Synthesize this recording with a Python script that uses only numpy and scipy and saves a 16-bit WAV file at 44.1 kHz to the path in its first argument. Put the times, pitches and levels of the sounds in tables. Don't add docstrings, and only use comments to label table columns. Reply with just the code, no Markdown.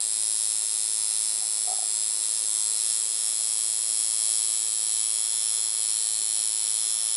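import sys
import numpy as np
from scipy import signal
from scipy.fft import rfft, irfft, next_fast_len
from scipy.io import wavfile
from scipy.ndimage import uniform_filter1d

SR = 44100
rng = np.random.default_rng(int(sys.argv[2]) if len(sys.argv) > 2 else 0)


def waveform_to_disk(signal):
    frames = np.transpose(np.atleast_2d(signal))
    scaled = np.clip(frames, -1, 1) * 32767
    samples = np.round(scaled).astype(np.int16)
    wavfile.write(sys.argv[1], SR, samples)


N = 315756
TIME = np.arange(N) / SR
SIZE = next_fast_len(N + SR, real=True)
FREQS = np.maximum(np.arange(SIZE // 2 + 1) * SR / SIZE, 1)

# time in seconds, strikes per second.
BASE_PACE = [(0.0, 108.97), (0.28, 108.61), (1.15, 108.26), (1.91, 107.9), (2.36, 108.35), (2.51, 107.5),
             (2.92, 108.4), (3.02, 107.41), (3.15, 108.31), (3.58, 107.61), (3.66, 107.86), (4.45, 107.65),
             (4.81, 107.28), (5.43, 108.17), (5.77, 107.79), (6.0, 109.13), (6.86, 108.08), (7.16, 108.3)]
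# start in seconds, end in seconds.
QUICK_SPELLS = [(2.3, 2.424), (2.81, 5.818), (6.747, 7.5)]
QUICK_HZ, JUMP_S = 2.063, .06
# start in seconds, length in seconds, timing spread in microseconds.
DRAGS = [(.5, .1, 20), (1.69, .06, 14), (2.68, .13, 25), (2.95, .15, 16), (4.24, .18, 18), (4.62, .35, 15),
         (5.42, .07, 29), (5.79, .16, 22), (6.35, .16, 28), (6.52, .22, 58), (7.08, .06, 28)]
STEADY_US, JUMP_US = 7.5, 16
WANDER, SCATTER = .6, .42
# time in seconds, microseconds early.
CATCHES = [(.685, 90), (.905, 60), (1.165, 115), (1.21, 100), (1.37, 110), (2.04, 135), (2.065, 125),
           (2.22, 95), (2.245, 70), (2.7, 90), (2.72, 80)]
FORCE_DB = .3
# delay in seconds, size as a share of the snap.
REBOUND = (.000388, .3)
# level in dB against the snaps, decay in seconds, lowest Hz, highest Hz.
RATTLE = (-16.3, .0012, 4000, 10500)
# level in dB before the waver, decay in seconds,
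# lowest Hz, highest Hz.
CHATTER = (-52.3, .004, 3900, 6100)
ROUND_TRIP_S, RETURNED = .000272, .55

# time in seconds, tilt from 0 (upright) to 1.
TILT = [(0, 0.15), (2.3, 0.1), (3.3, 0.41), (4.2, 0.42), (5.4, 0.88), (6.2, 0.84), (7.16, 1)]
# frequency in Hz, relative level in dB.
STRIKE_COLOUR = [(100, -45), (350, -33.5), (700, -26), (1000, -22), (1300, -16), (2000, -20.5),
                 (2950, -19.5), (3250, -8), (4700, -11), (6300, -6.5), (7500, -2), (9500, 0.5), (11000, 5)]
# frequency in Hz, width in Hz, lift in dB upright, lift in dB tilted.
STEEL_MODES = [(948, 74, 3.5, 6.5), (1083, 39, 8, 6.5), (1577, 84, -12, -5), (2160, 180, -2, 2.5),
               (3094, 120, -15, 4.5), (3420, 85, 1, 5), (3583, 61, 7, 5), (4092, 680, 8.5, 8),
               (5370, 173, 10.5, 11.5), (6720, 560, -2, -6.5), (7045, 146, -2.5, 13), (7810, 440, 6, 5),
               (8780, 520, 6, -1), (9050, 140, 4, 6), (9830, 330, 1.8, -8.5), (10296, 510, 4, 9)]
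# frequency in Hz, width in Hz, level in dB upright, level in dB tilted (before the waver).
SPRING_RING = (5382.5, 35, -47.5, -41.5)
# time of the height in seconds, half-length in seconds, frequency in Hz, width in Hz, lift in dB.
GRIP_SWELLS = [(.1, 0.66, 8500, 600, 3.5), (.1, .3, 4900, 203, 5), (1.35, 0.56, 9840, 350, 2.5),
               (3.4, 0.97, 7900, 400, 1), (4.9, 0.66, 9260, 500, 1), (6.2, 0.66, 4330, 200, 4),
               (7.1, 0.64, 7860, 450, -1), (7.1, .5, 8950, 600, -2)]

# delay in ms, level in dB, change of delay in ms at full tilt,
# lag of the right channel in ms.
ECHOES = [(.958, -14.5, -.096, -.006), (1.596, -15, -.032, -.007), (2.108, -16, .092, .004),
          (3.179, -12, -.006, -.005), (3.971, -13.5, -.058, .003), (4.404, -13, -.043, -.005),
          (5.046, -17.5, -.15, .005), (5.861, -18, -.033, -.004)]
# frequency in Hz, gain in dB.
REFLECTED = [(300, 1), (2200, 3), (3500, 1.5), (5500, 2), (8500, 1.8), (10300, -2)]
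# frequency in Hz, correlation.
LIKENESS = [(30, .99), (100, .84), (700, .86), (1300, .7), (2500, .1), (5500, 0), (8000, .5), (10000, .58)]
ROOM_DB, ROOM_T60_S = -7.3, .26

# frequency in Hz, dB added on the left and taken off on the right.
LEAN = [(1000, -0.5), (2200, -0.5), (4500, -0.25), (8000, 0.6), (10300, .5)]
# time in seconds, level in dB.
LOUDNESS = [(0, -26.5), (1.5, -26.5), (3, -26.5), (4, -26), (6, -26), (7.16, -26)]
WAVER_DB, WAVER_PER_S = 0.64, 11

# frequency in Hz, relative level in dB.
AIR_COLOUR = [(25, -19.5), (70, -19), (160, -17.5), (250, -12.5), (400, -5), (800, -1.4), (1100, -5),
              (1600, -9), (3000, -1), (11000, -56.5)]
# frequency in Hz, width in Hz, lift in dB.
DRONE = [(116, 10, 7), (195, 14, 3), (243, 8, 8), (268, 8, 8), (354, 14, 8), (420, 6, 7), (464, 8, 5)]
AIR_DB = -51

# time in seconds, level in dB before the swell or knock it sets off.
SLIPS = [(1.415, -46), (1.426, -43), (1.448, -51), (1.563, -50), (1.579, -47), (1.668, -47), (1.675, -34),
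         (1.683, -36), (1.693, -32), (1.701, -36), (1.713, -29.5), (1.723, -38), (1.73, -32.5), (1.75, -46),
         (1.769, -46), (1.786, -36), (1.794, -43), (1.823, -36), (1.833, -42)]
SLIP_ONSET_S = .002
# time in seconds, frequency in Hz.
SQUEAK = [(1.42, 753), (1.69, 727), (1.735, 753), (1.84, 742)]
# frequency in Hz, relative level in dB, seconds to fall by 60 dB.
CREAK_BODY = [(840, -23, .025), (412, -14, 0.04), (620, -17, 0.027), (1300, -16, 0.041)]

CUTOFF_HZ = 11060


def from_db(db):
    return 10 ** (np.asarray(db) / 20)


def rms_one(x):
    return x / np.sqrt(np.mean(x ** 2) + 1e-20)


def in_time(rows):
    s, *columns = np.transpose(rows)
    return [np.interp(TIME, s, c) for c in columns]


def over_hz(points):
    hz, value = np.transpose(points)
    return np.interp(np.log(FREQS), np.log(hz), value)


def lifts(peaks):
    return sum(db / (1 + (2 * (FREQS - hz) / width) ** 2) for hz, width, db in peaks)


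def colour(x, curve_db):
    cepstrum = irfft(np.log(from_db(curve_db)), SIZE)
    cepstrum[1:SIZE // 2] *= 2
    cepstrum[SIZE // 2 + 1:] = 0
    response = np.exp(rfft(cepstrum))
    return irfft(rfft(x, SIZE) * response, SIZE)[..., :N]


def resonate(x, hz, width):
    r = np.exp(-np.pi * width / SR)
    forward = np.array([1, 0, -1]) * (1 - r * r) / 2
    feedback = [1, -2 * r * np.cos(2 * np.pi * hz / SR), r * r]
    return signal.lfilter(forward, feedback, x)


def clicks(times, sizes, count=8):
    at = np.asarray(times)[:, None] * SR
    taps = np.floor(at).astype(int) + np.arange(1 - count, count + 1)
    shape = np.sinc(taps - at) * np.sinc((taps - at) / count) * np.asarray(sizes)[:, None]
    inside = (taps >= 0) & (taps < N)
    return np.bincount(taps[inside], shape[inside], N)


def spell(start, end, ramp_s):
    return np.clip(np.minimum(TIME - start, end - TIME) / ramp_s + .5, 0, 1)


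def diffuse_noise():
    alike = np.clip(over_hz(LIKENESS), -1, 1)
    mid, side = rfft(rng.standard_normal((2, SIZE)))
    shared = np.sqrt(1 + alike) * mid
    opposed = np.sqrt(1 - alike) * side * [[1], [-1]]
    return rms_one(irfft(shared + opposed, SIZE)[:, :N])


def beat(drag_ramp_s=0.018):
    quick = sum(spell(start, end, JUMP_S) for start, end in QUICK_SPELLS)
    jumping = np.sin(np.pi * quick)
    drag_us = sum(us * spell(start, start + length, drag_ramp_s) for start, length, us in DRAGS)
    spread_us = np.sqrt(STEADY_US ** 2 + drag_us ** 2 + (JUMP_US * jumping) ** 2)
    return in_time(BASE_PACE)[0] + QUICK_HZ * quick, spread_us / 1e6


def armature(first_s=.0041):
    rate, uneven_s = beat()
    cycles = np.cumsum(rate) / SR
    times = first_s + np.interp(np.arange(int(cycles[-1]) + 1), cycles, TIME)
    spread = np.interp(times, TIME, uneven_s)
    slip, late, force = rng.standard_normal((len(times), 3)).T
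    times = times + WANDER * np.cumsum(spread * slip) + SCATTER * spread * late
    times = times - sum(us / 1e6 * (times > s) for s, us in CATCHES)
    sizes = from_db(FORCE_DB * force)
    rebound_s, share = REBOUND
    return clicks(times, sizes) + clicks(times + rebound_s, share * sizes)


def shaken(snaps, decay_s, low_hz, high_hz):
    fading = signal.lfilter([1], [1, -np.exp(-1 / (decay_s * SR))], snaps)
    band = signal.butter(2, [low_hz, high_hz], "band", fs=SR, output="sos")
    return rms_one(signal.sosfilt(band, fading * rng.standard_normal(N)))


def bending(x, travel_s=0.0008078, top_hz=11000):
    chirp = np.exp(-2j * np.pi * travel_s * (2 * np.sqrt(top_hz * FREQS) - FREQS))
    trip = np.exp(-2j * np.pi * FREQS * ROUND_TRIP_S)
    to_and_fro = (trip - RETURNED) / (1 - RETURNED * trip)
    return irfft(rfft(x, SIZE) * chirp * to_and_fro, SIZE)[:N]


def steel(blows, tilt):
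    modes = np.array(STEEL_MODES)
    upright = colour(blows, over_hz(STRIKE_COLOUR) + lifts(modes[:, [0, 1, 2]]))
    tilted = colour(blows, over_hz(STRIKE_COLOUR) + lifts(modes[:, [0, 1, 3]]))
    return (1 - tilt) * upright + tilt * tilted


def grip(x):
    for s, half_s, hz, width, db in GRIP_SWELLS:
        gain = from_db(db * np.exp(-((TIME - s) / half_s) ** 2))
        x = x + (gain - 1) * resonate(x, hz, width)
    return x


def near_echoes(x, tilt):
    fine = signal.resample_poly(x, 4, 1)
    fine_time = np.linspace(0, N / SR, len(fine), endpoint=False)
    out = np.zeros((2, N))
    for delay_ms, db, stretch_ms, lag_ms in ECHOES:
        for channel, offset_ms in enumerate((-lag_ms / 2, lag_ms / 2)):
            delay = (delay_ms + stretch_ms * tilt + offset_ms) / 1000
            out[channel] += from_db(db) * np.interp(TIME - delay, fine_time, fine)
    return out


def room(x, onset_s=0.0063):
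    tail = diffuse_noise() * from_db(-60 * TIME / ROOM_T60_S) * (TIME > onset_s)
    tail = rms_one(tail) / np.sqrt(N)
    return from_db(ROOM_DB) * irfft(rfft(x, SIZE) * rfft(tail, SIZE), SIZE)[:, :N]


def spring_ring(blows, tilt):
    hz, width, upright_db, tilted_db = SPRING_RING
    level_db = upright_db + (tilted_db - upright_db) * tilt
    return rms_one(resonate(blows, hz, width)) * from_db(level_db)


def waver():
    steps = rng.standard_normal(N // 1000)
    return from_db(WAVER_DB * np.interp(TIME * WAVER_PER_S, np.arange(len(steps)), steps))


def machine():
    tilt = np.clip(in_time(TILT)[0], 0, 1)
    snaps = armature()
    rattle_db, *rattle = RATTLE
    blows = rms_one(snaps - snaps.mean()) + from_db(rattle_db) * shaken(snaps, *rattle)
    direct = grip(steel(bending(blows), tilt))
    spill = colour(direct, over_hz(REFLECTED))
    together = direct + near_echoes(spill, tilt) + room(spill)
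    heard = rfft(together, SIZE) * from_db(over_hz(LEAN) * [[1], [-1]])
    audible = irfft(heard.mean(axis=0) * (FREQS < CUTOFF_HZ), SIZE)[:N]
    power = uniform_filter1d(uniform_filter1d(audible ** 2, size=SR // 12), size=SR // 18)
    buzz = irfft(heard, SIZE)[:, :N] / np.sqrt(power) * from_db(in_time(LOUDNESS)[0])
    chatter_db, *chatter = CHATTER
    return buzz + spring_ring(blows, tilt) + from_db(chatter_db) * shaken(snaps, *chatter)


def air():
    return from_db(AIR_DB) * rms_one(colour(diffuse_noise(), over_hz(AIR_COLOUR) + lifts(DRONE)))


def creak(rise_s=0.0039, knock_db=1, pan_db=-1.5):
    t = TIME[:SR // 4]
    times, slip_db = np.transpose(SLIPS)
    slips = clicks(times, from_db(slip_db))
    pulse = (t / rise_s * np.exp(1 - t / rise_s)) ** 2
    swell = signal.fftconvolve(slips, pulse)[:N]
    squeak = swell * np.sin(2 * np.pi * np.cumsum(in_time(SQUEAK)[0]) / SR)
    body = sum(from_db(db - 60 * t / t60) * np.sin(2 * np.pi * hz * t) for hz, db, t60 in CREAK_BODY)
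    soft = 1 - np.exp(-(t / SLIP_ONSET_S) ** 2)
    knocks = from_db(knock_db) * signal.fftconvolve(slips, body * soft)[:N]
    close = squeak + knocks
    return (close + .5 * room(close)) * from_db([[pan_db], [-pan_db]])


def scene():
    return machine() * waver() + air() + creak()


def record(dry, leak_db=-12, leak_fall_hz=44):
    above = np.maximum(FREQS - CUTOFF_HZ, 0)
    passed = 1 / (1 + (above / 25) ** 4)
    skirt = from_db(leak_db - above / leak_fall_hz)
    return irfft(rfft(dry, SIZE) * np.maximum(passed, skirt), SIZE)[:, :N]


dry = scene()
out = record(dry)
waveform_to_disk(out)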